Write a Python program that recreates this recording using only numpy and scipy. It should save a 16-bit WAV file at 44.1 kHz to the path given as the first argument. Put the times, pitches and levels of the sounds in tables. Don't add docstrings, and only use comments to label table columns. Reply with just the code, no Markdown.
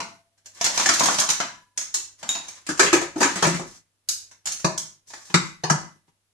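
import sys
import numpy as np
from scipy import signal
from scipy.fft import rfft, irfft, next_fast_len
from scipy.io import wavfile
from scipy.ndimage import uniform_filter1d

SR = 44100
rng = np.random.default_rng(int(sys.argv[2]) if len(sys.argv) > 2 else 0)


def persist_wave(psi):
    counts = np.round(np.clip(psi, -1, 1) * 32767).astype(np.int16)
    wavfile.write(sys.argv[1], SR, np.atleast_2d(counts).T)


N = 279531
T = np.arange(20480) / SR


def amp(db):
    return 10 ** (np.asarray(db) / 20)


def unit(x):
    return x / np.sqrt(np.mean(x ** 2) + 1e-20)


def punch(x):
    return x / np.sqrt(np.mean(x[..., :SR // 50] ** 2) + 1e-20)


def fade(t60):
    return 10 ** (-3 * T / np.maximum(t60, 1e-4))


def along(points, hz):
    freqs, values = np.transpose(points)
    return np.interp(np.log(hz + 1), np.log(freqs + 1), values)


def filtered(x, response):
    size = x.shape[-1]
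    padded = next_fast_len(size + 4096)
    return irfft(rfft(x, padded) * response(np.fft.rfftfreq(padded, 1 / SR)), padded)[..., :size]


def causal(spectrum, size=2048):
    gain = amp(along(spectrum, np.fft.rfftfreq(size, 1 / SR)))
    cepstrum = irfft(np.log(gain + 1e-6))
    cepstrum[1:size // 2] *= 2
    cepstrum[size // 2 + 1:] = 0
    return irfft(np.exp(rfft(cepstrum)))


def through(x, response):
    return signal.fftconvolve(np.atleast_2d(x), np.atleast_2d(response), axes=1)[:, :x.shape[-1]]


def pan(db):
    return amp(np.array([[db], [-db]]) / 2)


def add(track, s, x):
    start = max(round(s * SR), 0)
    track[:, start:start + x.shape[1]] += x[:, :N - start]


def ring(modes, scatter_db):
    return sum(amp(db + scatter_db * rng.standard_normal()) * np.sin(2 * np.pi * hz * T) * fade(t60)
               for hz, db, t60 in modes)


# (frequency [Hz], left-right correlation [0..1])
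ROOM_CORRELATION = [(100, 0), (250, 0.91), (500, 0.71), (1000, 0.1), (2500, 0.05), (10000, 0.016)]
def diffuse(size):
    def mid_side_gains(hz):
        angle = np.arccos(np.clip(along(ROOM_CORRELATION, hz), -1, 1)) / 2
        return np.array([np.cos(angle), np.sin(angle)])
    mid, side = filtered(rng.standard_normal((2, size)), mid_side_gains)
    return np.array([mid + side, mid - side])


# (frequency [Hz], t60 [s])
KITCHEN_DECAY = [(100, 0.62), (400, 0.32), (1500, 0.43), (6500, 0.39), (14000, 0.28)]
def kitchen(near_db, near_t60):
    hz, t, noise = signal.stft(diffuse(len(T)), SR, nperseg=256)
    decay = amp(-60 * t / along(KITCHEN_DECAY, hz)[:, None])
    tail = signal.istft(noise * decay, SR, nperseg=256)[1][:, :len(T)]
    path = tail * (1 + amp(near_db) * fade(near_t60))
    path = path / np.linalg.norm(path[0])
    path[:, 0] += amp(-16.0)
    return path


# (frequency [Hz], relative density [dB])
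ROOM_AIR = [(25, -11), (60, -12), (220, -16), (320, -17), (1000, -19), (7000, -21), (11000, -21),
            (15000, -48)]
def room_tone():
    air = unit(filtered(diffuse(N), lambda hz: amp(along(ROOM_AIR, hz))))
    hum = np.sin(2 * np.pi * 100 * np.arange(N) / SR)
    return amp(-64.5) * air + amp(-69.0) * hum


def worktop_rumble(load, settle_s=.04, growth=.75, gain_db=-39):
    pole = np.exp(-1 / (settle_s * SR))
    load_power = signal.lfilter([1 - pole], [1, -pole], np.mean(load ** 2, axis=0))
    shake = np.sqrt(load_power) ** growth
    # (frequency [Hz], relative density [dB])
    colour = [(12, -40.0), (25, -12), (45, -1.0), (65, -7.0), (90, -6.5), (160, -20), (500, -75.5)]
    noise = diffuse(N) + amp(-10.5) * rng.standard_normal((2, N))
    rumble = unit(filtered(noise, lambda hz: amp(along(colour, hz))))
    return amp(gain_db) * shake * pan(3.2) * rumble


def stroke(start, length, attack_s=0.022, release_s=0.11):
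    t = np.arange(N) / SR - start
    return np.clip(np.minimum(t / attack_s, (length - t) / release_s), 0, 1)


# (frequency [Hz], relative density [dB])
PLASTIC_COLOUR = [(47, -41.5), (80, -25), (145, -13), (355, -7), (404, -19), (627, -10), (684, -7),
                  (1010, -5.5), (1180, -7.5), (1720, -5.5), (1910, -6.5), (2970, -7), (6670, 3.5),
                  (12300, -20), (15000, -41)]
# (start [s], length [s], level [dB], brightness [dB])
SLIDES = [(0.527, 0.17, -46, 5.5), (0.723, .52, -28.5, 4), (1.366, 0.078, -33, -17.5),
          (2.173, 0.51, -50.5, 6), (3.165, 0.483, -35.5, 2), (3.645, .17, -50, 11.5),
          (5.057, 0.5, -53.5, 13)]
def sliding(grain_db=6, slips_per_s=700):
    out = np.zeros((2, N))
    hiss, rub = (0.82, (4500, 22000), -5.5), (-0.2, (150, 3500), -1.5)
    for lean, band_hz, gain_db in (hiss, rub):
        envelope = sum(amp(db + lean * bright_db) * stroke(start, length)
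                       for start, length, db, bright_db in SLIDES)
        slips = rng.random(N) < slips_per_s / SR
        sizes = amp(grain_db * np.minimum(rng.exponential(1, N), 3))
        grains = slips * sizes * rng.choice([-1, 1], N)
        slip_sound = through(kitchen(near_db=12.0, near_t60=0.24), causal(PLASTIC_COLOUR))
        path = signal.sosfilt(signal.butter(3, band_hz, 'band', fs=SR, output='sos'), slip_sound)
        out += amp(gain_db) * through(envelope * unit(grains), path / np.linalg.norm(path[0]))
    return out


# (frequency [Hz], level [dB], t60 [s])
PING_MODES = [(3774, -1.5, .42), (3850, -10, .25), (6546, -14, .35), (6939, 0, .33), (7030, -6, .25),
              (14300, -26, .08)]
def small_ping(at_s=2.291):
    out = np.zeros((2, N))
    tone = ring(PING_MODES, scatter_db=0)
    path = kitchen(near_db=-10, near_t60=.03)
    ping = punch(tone) + amp(-3) * punch(through(path, tone * fade(.04)))
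    tick = through(path, causal(PLASTIC_COLOUR))
    add(out, at_s, pan(-0.58) * (amp(-21.5) * punch(ping) + amp(-30.0) * punch(tick)))
    return out


# (time [s], frequency [Hz], level [dB], t60 [s])
BRIEF_RINGS = [(0, 670, -47.5, 0.94), (.612, 690, -33.5, 0.36), (.612, 965, -36, 0.24),
               (0.86, 1742, -23, .13), (1.402, 984, -46.5, 1), (1.4, 1695, -52.5, 0.93),
               (4.646, 636, -28.5, 0.36), (4.647, 1136, -37, 0.14)]
def brief_rings(detune=1.022):
    out = np.zeros((2, N))
    for s, hz, db, t60 in BRIEF_RINGS:
        pair = ring([(hz, 0, t60), (hz * detune, -4, t60)], scatter_db=1)
        add(out, s, amp(db) * pan(2) * punch(pair))
    return out


def contact(level_db, near_db, near_t60, ripple_db):
    attack_s = 0.00077 * 2 ** (-(level_db + 25) / 26.5)
    path = kitchen(near_db, near_t60) * (1 - np.exp(-T / max(attack_s, 2e-4)))
    path[:, 0] += amp(-17.5) * np.linalg.norm(path[0])
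    spot = (rng.standard_normal(len(T)) * fade(.018))[:SR // 50]
    spot = amp(ripple_db) * spot / np.linalg.norm(spot)
    spot[0] += 1
    return through(path, spot)


def struck(spectrum, modes, ring_db):
    crack = causal(spectrum)
    tone = ring(modes, scatter_db=3)
    tone = amp(ring_db) * tone / np.linalg.norm(tone)
    tone[:len(crack)] += crack / np.linalg.norm(crack)
    return tone


# (centre [Hz], gain per brightness [dB/dB], pan [dB])
HIT_BANDS = [(300, -0.37, 3), (860, -0.4932, 2.5), (2470, -0.067, 2), (5700, 0.3975, -0.4),
             (11000, 0.64, -4.5)]
BAND_EDGES = [100, 500, 1400, 3500, 10000, 14500]
# (frequency [Hz], gain relative to the knock band [dB])
LOW_END = [(35, -15.5), (110, 7)]
def voice_hit(x, levels_db, bright_db):
    size = SR // 50
    power = 2 * np.mean(np.abs(rfft(x[:, :size])) ** 2, axis=0) / size ** 2
    hz = np.fft.rfftfreq(size, 1 / SR)
    band_power = [power[(hz >= lo) & (hz < hi)].sum() for lo, hi in zip(BAND_EDGES, BAND_EDGES[1:])]
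    centres, slope, pan_db = np.transpose(HIT_BANDS)
    eq_db = np.array(levels_db) + bright_db * slope - 10 * np.log10(band_power)
    responses = []
    for side_db in (eq_db + pan_db / 2, eq_db - pan_db / 2):
        bass = [(f, side_db[0] + db) for f, db in LOW_END]
        responses.append(causal(bass + list(zip(centres, side_db))))
    return through(x, np.array(responses))


# (frequency [Hz], bandwidth [Hz], level [dB])
LID_MODES = [(719.5, 50, 0), (1765, 25, -10), (4550, 63, -12), (5200, 73, -18), (5660, 180, -15.5),
             (5840, 30, 11.5), (6300, 94, 11), (6570, 280, 20.5), (6970, 33, 10.5)]
LOOSE_BALANCE = [-17, -2, -3.5, 1.24, -21]
# (time [s], pan [dB])
HAND_PAN = [(.65, 0), (1.1, -0.5), (2.1, 0), (4.1, 0), (4.5, -0.5)]
# (time [s], level [dB], brightness [dB])
LOOSE_HITS = [(.0024, -32, -7.5), (0.377, -63, 6), (0.4578, -49.5, 15), (0.6112, -27.5, 8),
              (0.6423, -24.5, 12.5), (0.6625, -26, 4), (0.7751, -24.5, 4), (0.7965, -25, 0),
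              (0.8592, -22, 4), (0.8891, -18, 0), (.9368, -32, 20), (0.9942, -26.5, 14.5),
              (1.0061, -29, -29.5), (1.035, -27.5, 13.5), (1.0572, -22.5, 4.5), (1.0844, -29.5, -29),
              (1.1094, -31.5, 1), (1.1424, -32.5, 10), (1.1845, -24, 4), (1.1974, -28, 21.5),
              (1.2134, -32, -17), (1.289, -26, 6), (1.3014, -26, 16), (1.4012, -25.5, -7.5),
              (1.7751, -33.5, 19), (1.8103, -40, 14), (1.942, -31.5, 22.5), (2.2287, -37.5, -2.5),
              (2.3496, -33.5, -2), (2.4824, -43, 12.5), (4.0872, -34.5, 33), (4.312, -52.5, 6),
              (4.4565, -36.5, 16.5), (4.4701, -34, 17.5), (4.5186, -39, 22.5), (4.596, -46, 13),
              (4.7773, -35.5, 22), (5.102, -49.5, 2.5), (5.135, -41.5, -4)]
def clatter():
    out = np.zeros((2, N))
    modes = [(hz, db, np.log(1000) / (np.pi * width)) for hz, width, db in LID_MODES]
    for s, level_db, bright_db in LOOSE_HITS:
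        blow = contact(level_db, near_db=3, near_t60=0.043, ripple_db=-1.0)
        hit = through(blow, struck(PLASTIC_COLOUR, modes, ring_db=-7.0))
        place = pan(np.interp(s, *np.transpose(HAND_PAN)))
        add(out, s, place * voice_hit(hit, level_db + np.array(LOOSE_BALANCE), bright_db))
    return out


# (time [s], pitch [Hz])
THUMP_PITCH = [(2.69, 310), (2.795, 383), (2.85, 430), (2.93, 351.3), (3.22, 297.6), (3.355, 188),
               (3.46, 167), (4.645, 172.3), (5.34, 172.6), (5.71, 154)]
def air_thump(s, t60_at_200_hz=.16, leak=.45):
    hz = np.interp(s, *np.transpose(THUMP_PITCH))
    t60 = t60_at_200_hz * (200 / hz) ** leak
    air = np.sin(2 * np.pi * hz * T) * fade(t60) * (1 - fade(0.034))
    delayed_room = np.pad(kitchen(near_db=9.0, near_t60=0.42), ((0, 0), (SR // 30, 0)))
    echo = unit(through(air, delayed_room)) * np.sqrt(np.mean(air ** 2))
    return punch(air + amp(-13.0) * echo)


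SHUT_S = 4.0
# (frequency [Hz], relative density [dB])
RESTING_COLOUR = [(47, -56), (80, -30.5), (154, -14.5), (224, -14.5), (355, 0.5), (482, -10.5), (538, -8.5),
                  (1110, -9), (1260, -5.5), (1440, -9), (1720, -6.5), (3100, -17.5), (6820, -13.5),
                  (12000, -51), (15000, -67)]
# (frequency [Hz], relative density [dB])
SHUT_COLOUR = [(47, -44), (80, -56), (154, -10.5), (285, -21), (318, -7.5), (550, -27.5), (641, -18),
               (780, -16), (1160, -20.5), (1240, -23), (1680, -23.5), (3050, -31.5), (6110, -14.5),
               (13700, -74.5), (15000, -78.5)]
# (frequency [Hz], level [dB], t60 [s])
STEEL_MODES = [(562, 1.5, 0.28), (688, 2, 0.089), (970, 3, 0.18), (1027, 1.5, 0.067), (1170, -1, 0.11),
               (1300, -0.5, 0.15), (1322, -5.5, 0.14), (1724, 4, 0.15), (1800, -7, .18),
               (1910, -13.5, 0.25), (2016, -3, 0.56), (2320, -3.5, 0.074)]
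BOWL_BALANCE = [0.5, -1.1, -2.37, -19.5]
# (time [s], level [dB], brightness [dB], clack boost [dB], thump drive [dB])
BOWL_HITS = [(2.6657, -42, 14.5, 4.5, -54), (2.689, -30.5, 5, 2.5, -25.5),
             (2.775, -39.5, 12.5, -1.5, -42.5), (2.795, -15.5, 5.5, 2.5, -17), (2.8286, -24, 2.5, 0.5, -22),
             (2.8631, -34.5, 11.5, 16, -36), (2.9292, -20, 4, 3.5, -9.5), (2.94, -33.5, 4.5, -3.5, -37),
             (3.0139, -31, -0.5, -3.5, -35), (3.1593, -40.5, -6.5, -5, -25), (3.2051, -25.5, 3, -1, -17),
             (3.2131, -22, -1.5, -7.5, -25.5), (3.2286, -20.5, 1, 2, -34.5), (3.2439, -32, 1.5, -4.5, -25),
             (3.357, -32.5, 4.5, -1.5, -30), (3.4252, -18, -3, -6.5, -24.5), (3.4483, -33.5, 11, 12, -24),
             (3.4683, -25.5, 3, -16, -15), (3.5437, -39.5, 10.5, 13, -25.5),
             (3.5948, -36.5, -7, -18.5, -32), (4.645, -22.5, -1.5, -3.5, -18.5),
             (5.2986, -49.5, -5, 6.5, -47), (5.3412, -19, 2.5, 4, -15), (5.6365, -28.5, -1, -0.5, -25.5),
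             (5.699, -19.5, -4.5, -2, -32.5), (5.7059, -29, 8.5, -7, -17), (5.952, -78, -10, -5, -58),
             (6.0784, -65.5, -7, 2, -57.5)]
def bowl_knocks():
    out = np.zeros((2, N))
    for s, level_db, bright_db, clack_db, thump_db in BOWL_HITS:
        if s < SHUT_S:
            blow = contact(level_db, near_db=3.5, near_t60=0.43, ripple_db=-4.0)
            bowl = struck(RESTING_COLOUR, STEEL_MODES, ring_db=-13)
        else:
            blow = contact(level_db, near_db=7.0, near_t60=0.094, ripple_db=5.5)
            bowl = struck(SHUT_COLOUR, STEEL_MODES, ring_db=-19.5)
        body, clack, click, snap = level_db + np.array(BOWL_BALANCE)
        bands_db = [thump_db - 8.5, body, clack + clack_db, click, snap]
        add(out, s, voice_hit(through(blow, bowl), bands_db, bright_db))
        add(out, s, amp(thump_db - 5.0) * pan(1.8) * air_thump(s))
    return out


def scene():
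    loose, bowl, rubbing = clatter(), bowl_knocks(), sliding()
    ringing = small_ping() + brief_rings()
    pressure = np.where(np.arange(N) / SR < SHUT_S, amp(0.5), amp(-5.5))
    rumble = worktop_rumble(pressure * bowl + amp(-8) * loose + amp(-7) * rubbing)
    return room_tone() + rumble + ringing + rubbing + loose + bowl


def suppress(x, knee_db=-58, depth_db=-13):
    power = np.abs(uniform_filter1d(np.mean(x ** 2, axis=0), SR // 40))
    return x * amp(depth_db / (1 + power / amp(knee_db) ** 2))


def record(dry, top_hz=15000):
    quiet = suppress(dry)
    rounded = quiet / (1 + np.abs(quiet) ** 6) ** (1 / 6)
    return filtered(rounded, lambda hz: 1 / np.sqrt(1 + (hz / top_hz) ** 120))


dry = scene()
out = record(dry)
persist_wave(out)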